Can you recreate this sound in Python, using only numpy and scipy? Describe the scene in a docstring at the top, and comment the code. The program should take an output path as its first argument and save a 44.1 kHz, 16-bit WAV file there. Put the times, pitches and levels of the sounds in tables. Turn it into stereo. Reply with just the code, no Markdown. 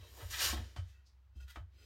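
"""A low boom and a faint scrape come first: a wheel rim is dragged over a wooden board on a workbench.
The scrape is a dense stream of tiny slips that ring in the hollow rim. The rim bumps to rest and is
pressed down by a hand; each bump rings the board, and the weight sets the bench booming.
Fingers and a sleeve brush the rim in between. The small, quiet workshop scatters the sound."""
import sys
import numpy as np
from scipy import signal
from scipy.fft import rfft, irfft, next_fast_len
from scipy.io import wavfile
from scipy.ndimage import map_coordinates

SR = 44100
rng = np.random.default_rng(int(sys.argv[2]) if len(sys.argv) > 2 else 0)


def wav_record(signal):
    """Record a signal, one row per channel, as 16-bit PCM in the file named by sys.argv[1]."""
    frames = np.transpose(np.atleast_2d(signal))
    bounded = np.clip(frames, -1, 1)
    # unit amplitude maps onto the largest positive 16-bit level
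    quanta = np.round(bounded * 32767).astype(np.int16)
    wavfile.write(sys.argv[1], SR, quanta)


N = 81585

# A mode is a note an object rings at; t60 is the time a sound takes to fade by 60 dB.
# weight landing on the bench: t/s, main mode/dB, upper modes/dB, rocking/dB
BENCH_THUMPS = [(-.005, -48, -41, -92), (0.09, -55, -49.5, -61), (.15, -53.5, -63.5, -70),
                (.222, -39.5, -34, -41), (.307, -40.5, -45, -72), (0.433, -45.5, -39.5, -68),
                (0.493, -35.5, -84, -56), (0.535, -32.5, -71, -43), (0.585, -74, -33.5, -74),
                (0.764, -39.5, -41, -70), (0.782, -68, -27.5, -46), (1.089, -70.5, -60.5, -85),
                (1.355, -38.5, -69, -53), (1.416, -48, -49.5, -67), (1.562, -39.5, -57.5, -72.5),
                (1.6, -40, -37, -63.5), (1.744, -82.5, -54.5, -71.5)]
# the drag of the rim: t/s, level/dB, then added to that level: board/dB, rim ring/dB, top octave/dB
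DRAG_CURVE = [(0, -71, 0.5, 4, 3), (.05, -65, 1, -6, -2), (.108, -65.5, -8, -20, 8),
              (.17, -60, -0.5, -11, 8), (.21, -59, 6, 3, 7.5), (.294, -58.5, -8.5, -6, 5),
              (.311, -44, -24.5, -15.5, 2), (.346, -42, -23.5, 4, 1.5), (.366, -46, -26.5, 0.5, 6.5),
              (.382, -39, -16, -2, -4), (.41, -35.5, -21, -1, 5.5), (.422, -30, -23, -10, -1.5),
              (.455, -31, -19.5, -17, 0.5), (.49, -33, -22.5, -14.5, -1), (.525, -38.5, -19.5, -9, -1.5),
              (.578, -56, 3, 6, -13), (.65, -59, -9.5, -8.5, -13), (.74, -68, -8, -7, -5.5),
              (.85, -82, 1, 7, -7), (1, -120, -3.5, -5, -5)]
# tone of the friction hiss: f/Hz, level/dB
HISS_SPECTRUM = [(200, -32.5), (800, -13.5), (1500, -5), (2400, -8), (3400, -3.5), (6200, -4), (8200, -9),
                 (10500, -15), (12800, -10), (16000, -14.5)]
# low tone of the board under the rim: f/Hz, level/dB
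BODY_SPECTRUM = [(80, -32), (200, -13.5), (330, 2), (470, 2.5), (700, 0.5), (980, -3), (1400, -9),
                 (3000, -21.5)]
# modes of the rim: f/Hz, width/Hz, level/dB
RIM_MODES = [(1000, 110, -11.5), (1332, 55, -0.5), (1645, 48, 2), (1772, 70, 3), (1963, 78, 4.5),
             (2420, 230, -2), (2900, 60, 0), (3198, 260, -0.5), (3710, 60, 0), (3756, 90, -8),
             (4670, 50, -17), (4870, 60, -9)]
# clothes rustling as the arms move: t/s, level/dB
RUSTLE_CURVE = [(0, -66), (.7, -70.5), (.98, -83), (1.18, -84.5), (1.33, -100), (1.45, -82.5), (1.66, -100),
                (1.74, -75), (1.85, -65)]
# tone of the cloth: f/Hz, level/dB
CLOTH_SPECTRUM = [(100, -4.5), (400, 11), (900, -16.5), (2000, 2), (4500, -2), (8500, -17.5),
                  (16000, -14.5)]
# tone of the room's air: f/Hz, level/dB
AIR_SPECTRUM = [(25, -6), (45, 4.5), (66, 9), (95, 11.5), (140, -16), (300, -22), (1200, -18.5),
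                (2500, -26), (5000, -31.5), (10000, -42.5), (16000, -37.5)]
# light slides of the rim: peak t/s, level/dB, rise/s, fall/s, band centre f/Hz, width/octaves
RIM_SLIDES = [(.05, -64.5, 0.067, 0.048, 3520, 0.2), (0.963, -73.5, 0.038, 0.048, 1990, 0.23),
              (1.382, -70.5, 0.021, .02, 3000, 0.64), (1.408, -60.5, .005, 0.013, 1900, 1.2),
              (1.432, -64.5, 0.0063, 0.013, 2400, 1.7), (1.484, -62.5, 0.0035, 0.026, 1580, 0.43),
              (1.83, -66.5, .045, .08, 3320, 1.8)]
# modes of the hollow inside the rim: f/Hz, width/Hz, level/dB
HOLLOW_MODES = [(405, 220, 0.5), (1435, 58, 1), (1882, 20, -2.5), (2638, 46, 4), (3144, 70, 0.5),
                (3887, 74, -2), (4150, 51, -1), (4500, 66, -17), (4965, 27, 5), (6130, 110, -1.5),
                (7300, 110, -4), (7900, 220, -6), (9440, 280, -8), (13030, 3900, -11.5)]
# the rim hitting the board: t/s, level/dB, bass/dB, treble/dB, t60 factor, attack/s, left-right/dB
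RIM_BUMPS = [(.206, -48, -33, -9.5, 1.1, 0.00067, -6), (.414, -44, -24, 4.5, 0.27, 0.0013, 0),
             (0.478, -44.5, -17, -5.5, 2.94, 0.0012, -8.5), (.528, -43.5, 14, -18.5, 1.55, 0.0014, -2),
             (0.572, -50.5, 11, -15, 0.73, 0.0014, 3), (0.599, -61.5, 31, -17, 0.87, 0.0037, 2),
             (.761, -50.5, 4, 11.5, 1.16, 0.0022, -5), (.78, -56.5, -1, 9, 1.1, .007, 4),
             (1.355, -85, 40, -12, 1.07, .005, -7), (1.558, -41, -24, -8.5, 0.83, 0.00069, 0.5),
             (1.57, -47, 1.5, -16.5, 0.69, 0.0004, 2)]
# modes of the board, before each bump shapes them: f/Hz, level/dB, t60/s
BOARD_MODES = [(225.5, -4, 0.1), (311.6, -7, 0.094), (344, -8, .15), (488, -17, .15), (593, -9.5, .11),
               (715.7, 1.5, 0.11), (879, 8, 0.04), (1085, 6, 0.056), (1279, 1.5, .11), (1524, -4.5, 0.17),
               (1918, -2, 0.058), (2320, -7, .07), (3060, -4, 0.21)]
# tone of the crack in a bump: f/Hz, level/dB
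CRACK_SPECTRUM = [(100, -16.5), (400, -10), (650, 5), (900, -6), (1300, 0.5), (2400, -8), (5000, -13.5),
                  (9000, -25.5), (16000, -40.5)]
# fingers and sleeve on the rim: t/s, level/dB, rise/s, t60/s, rim ring/dB, top octave/dB, left-right/dB
BRUSH_STROKES = [(0.894, -68, .04, 0.38, -4.5, -4, -1), (1.365, -73.5, 0.0073, 0.45, -19.5, 0.5, -0.5),
                 (1.409, -67.5, 0.0029, 0.24, -8, -3, -4), (1.482, -64.5, 0.0027, .18, 3.5, 0, 1),
                 (1.507, -57.5, 0.014, 0.117, 0.5, 5, -0.5), (1.555, -68, 0.02, 0.2, 6, 2.5, -0.5)]
# how long the workshop echoes: f/Hz, t60/s
ROOM_DECAY = [(150, .3), (1000, 0.2), (4000, 0.16), (15000, 0.2)]


def amp(db):
    """Turn decibels into a gain."""
    return 10 ** (np.asarray(db) / 20)


def unit(x):
    """Scale x to an average (rms) strength of 1."""
    return x / np.sqrt(np.mean(x ** 2) + 1e-20)


def along(points, hz):
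    """Read (f/Hz, value) points on a log frequency axis."""
    f, values = np.transpose(points)
    return np.interp(np.log(hz + 1), np.log(f + 1), values)


def curves(rows):
    """Give each column after the time one value per sample."""
    times, *columns = np.transpose(rows)
    return [np.interp(np.arange(N) / SR, times, column) for column in columns]


def wobble(per_s):
    """A smooth curve through per_s random points a second."""
    return map_coordinates(rng.standard_normal(2048), [np.arange(N) * per_s / SR], mode="wrap")


def filtered(x, response):
    """Scale each frequency in x by response(frequency)."""
    n = x.shape[-1]
    padded = next_fast_len(n + 8192)
    return irfft(rfft(x, padded) * response(np.fft.rfftfreq(padded, 1 / SR)), padded)[..., :n]


def coloured(x, spectrum):
    """Give x the tone of a spectrum, at strength 1."""
    return unit(filtered(x, lambda hz: amp(along(spectrum, hz))))


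def band(x, hz, octaves):
    """Favour the part of x near one pitch, at strength 1."""
    return unit(filtered(x, lambda f: 1 / (1 + (np.log2((f + 1) / hz) / octaves) ** 2)))


def fade(t, t60):
    """Die away by 60 dB every t60 seconds."""
    return np.exp(-np.log(1000) * t / t60)


def pan(db):
    """Left and right gains; positive db leans left."""
    return amp(np.array([[db], [-db]]) / 2)


def since(start):
    """Seconds since start, zero before it."""
    return np.maximum(np.arange(N) / SR - start, 0)


def stroke(peak_s, rise_s, t60):
    """Swell up to a peak, then die away."""
    return np.exp(np.minimum(np.arange(N) / SR - peak_s, 0) / rise_s) * fade(since(peak_s), t60)


def bench_boom(rise_s=0.011, left_lag_s=0.0004):
    """The bench top booms in its lowest modes whenever weight lands on it."""
    out = np.zeros((2, N))
    for start, main_db, upper_db, rock_db in BENCH_THUMPS:
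        t = np.array([since(start + left_lag_s / 2), since(start - left_lag_s / 2)])
        modes = [(65, main_db, 0.55), (89.6, upper_db, 0.25),  # f/Hz, level/dB, t60/s
                 (105.15, upper_db - 18.5, 0.25), (38.5, rock_db, 0.25)]
        boom = sum(amp(db) * fade(t, t60) * np.sin(2 * np.pi * hz * t) for hz, db, t60 in modes)
        out += (1 - np.exp(-(t / rise_s) ** 2)) * boom
    return out


def friction(slips_per_s=7000, slip_share=0.21):
    """Tiny slips of random size over a smooth hiss, different at each ear."""
    slips = rng.standard_normal((2, N)) * (rng.random((2, N)) < slips_per_s / SR)
    return np.sqrt(slip_share) * unit(slips) + np.sqrt(1 - slip_share) * rng.standard_normal((2, N))


def streaked(x, t60=0.042, ring_db=-5.5):
    """Add a short random ring, like close early echoes in the room, that streaks the tone with many thin peaks."""
    t = np.arange(SR // 10) / SR
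    ring = rng.standard_normal(len(t)) * fade(t, t60)
    streaks = signal.fftconvolve(x, ring[None] / np.linalg.norm(ring), axes=1)[:, :N]
    return unit(x + amp(ring_db) * streaks)


def ringing(x, modes, contrast=0.19):
    """Let x ring a set of modes; contrast makes their peaks stand out more."""
    def response(f):
        peaks = sum(amp(db) * 1j * f * width / (hz * hz - f * f + 1j * f * width)
                    for hz, width, db in modes)
        return peaks * np.abs(peaks) ** contrast
    return unit(filtered(x, response))


def scrape(top_hz=9000, judder_db=0.65):
    """The rim judders over the grain of the wood: it hisses, and both board and rim ring."""
    level_db, body_db, rim_db, top_db = curves(DRAG_CURVE)
    hiss = coloured(streaked(friction()), HISS_SPECTRUM)
    top = filtered(hiss, lambda f: f ** 4 / (f ** 4 + top_hz ** 4))
    hiss += (amp(top_db) - 1) * top
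    board = amp(body_db) * coloured(streaked(friction()), BODY_SPECTRUM)
    rim = amp(rim_db) * ringing(friction(), RIM_MODES)
    return (hiss + board + rim) * amp(level_db + judder_db * wobble(per_s=110)) * pan(db=-1.5)


def rustle():
    """Cloth rubs softly as the arms move."""
    return amp(curves(RUSTLE_CURVE)[0]) * coloured(friction(), CLOTH_SPECTRUM)


def room_tone(air_db=-66, drone_hz=64.6, drone_db=-63, waver_db=0.5):
    """Faint air and a low, wavering drone."""
    drone = np.sqrt(2) * np.sin(2 * np.pi * drone_hz * since(0))
    drone *= amp(drone_db + waver_db * wobble(per_s=7))
    return amp(air_db) * coloured(rng.standard_normal((2, N)), AIR_SPECTRUM) + drone


def slides():
    """The rim creeps under the hand, and the faint friction rings in its hollow."""
    out, t = np.zeros((2, N)), np.arange(N) / SR
    for peak_s, db, rise, fall, hz, octaves in RIM_SLIDES:
        swell = np.exp(-((t - peak_s) / np.where(t < peak_s, rise, fall)) ** 2 / 2)
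        hollow = ringing(friction(), HOLLOW_MODES, contrast=0.36)
        out += amp(db) * swell * band(hollow, hz, octaves)
    return out


def bumps(bass_hz=500, treble_hz=2600, crack_db=-3, crack_t60=0.15, click_t60=0.016):
    """Each bump makes a crack and rings the board: bassy if it lands flat, bright on an edge."""
    out = np.zeros((2, N + SR))
    t = np.arange(SR // 3) / SR
    hz, mode_db, t60 = np.transpose(BOARD_MODES)[:, :, None]
    for start, db, bass_db, treble_db, length, attack, side_db in RIM_BUMPS:
        def tone(f):
            bass = bass_db / (1 + (f / bass_hz) ** 3)
            treble = treble_db * f ** 2 / (f ** 2 + treble_hz ** 2)
            return amp(bass + treble)
        spread = np.minimum(hz / (2 * bass_hz), 1)  # high modes differ more between the ears
        phase = 2 * np.pi * (rng.random(hz.shape) + spread * rng.random((2,) + hz.shape))
        modes = amp(mode_db) * tone(hz) * fade(t, t60 * length) * np.sin(2 * np.pi * hz * t + phase)
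        crack = filtered(coloured(rng.standard_normal((2, len(t))), CRACK_SPECTRUM), tone)
        crack *= fade(t, crack_t60 * length) + fade(t, click_t60)  # the click is the first contact
        hit = (modes.sum(1) / 2 + amp(crack_db) * crack) * (1 - np.exp(-t / attack))
        first = round(start * SR)
        out[:, first:first + len(t)] += amp(db) * pan(side_db) * hit
    return out[:, :N]


def brushes():
    """Fingers and a sleeve stroke the rim: a light hiss and ring that swell and die away."""
    out = np.zeros((2, N))
    for peak_s, db, rise, t60, rim_db, top_db, side_db in BRUSH_STROKES:
        thin_tone = [(900, -9), (1300, 0), (6000, 0), (10000, top_db)]  # f/Hz, level/dB
        hiss = coloured(coloured(friction(), HISS_SPECTRUM), thin_tone)
        rim = amp(rim_db) * ringing(friction(), RIM_MODES)
        out += amp(db) * pan(side_db) * stroke(peak_s, rise, t60) * (hiss + rim)
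    return out


def flick(db=-66.5):
    """One quick, bright rub."""
    swell = stroke(peak_s=1.069, rise_s=0.0084, t60=0.21)
    return amp(db) * swell * band(friction(), hz=4820, octaves=0.33)


def workshop_echo(x, db=-9):
    """The small room scatters sound into a short tail, different at each ear."""
    hz, t, noise = signal.stft(rng.standard_normal((2, SR // 2)), SR, nperseg=256)
    tail = signal.istft(noise * fade(t, along(ROOM_DECAY, hz)[:, None]), SR, nperseg=256)[1]
    return amp(db) * signal.fftconvolve(x, tail / np.linalg.norm(tail[0]), axes=1)[:, :N]


def narrow_bass(x, mono_hz=260):
    """Long, low waves reach both ears alike."""
    mid = (x[0] + x[1]) / 2
    side = filtered((x[0] - x[1]) / 2, lambda hz: hz / np.hypot(hz, mono_hz))
    return np.array([mid + side, mid - side])


def scene():
    """The sounds of the rim in the room, over rustle, room tone and the bench's boom."""
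    handling = scrape() + bumps() + brushes() + slides() + flick()
    return narrow_bass(handling + workshop_echo(handling) + rustle() + room_tone()) + bench_boom()


def record(dry, low_hz=39, top_hz=15900):
    """Cut the deepest bass and the very highest treble."""
    return filtered(dry, lambda hz: (hz < top_hz) * hz ** 4 / np.hypot(hz ** 4, low_hz ** 4))


dry = scene()
out = record(dry)
wav_record(out)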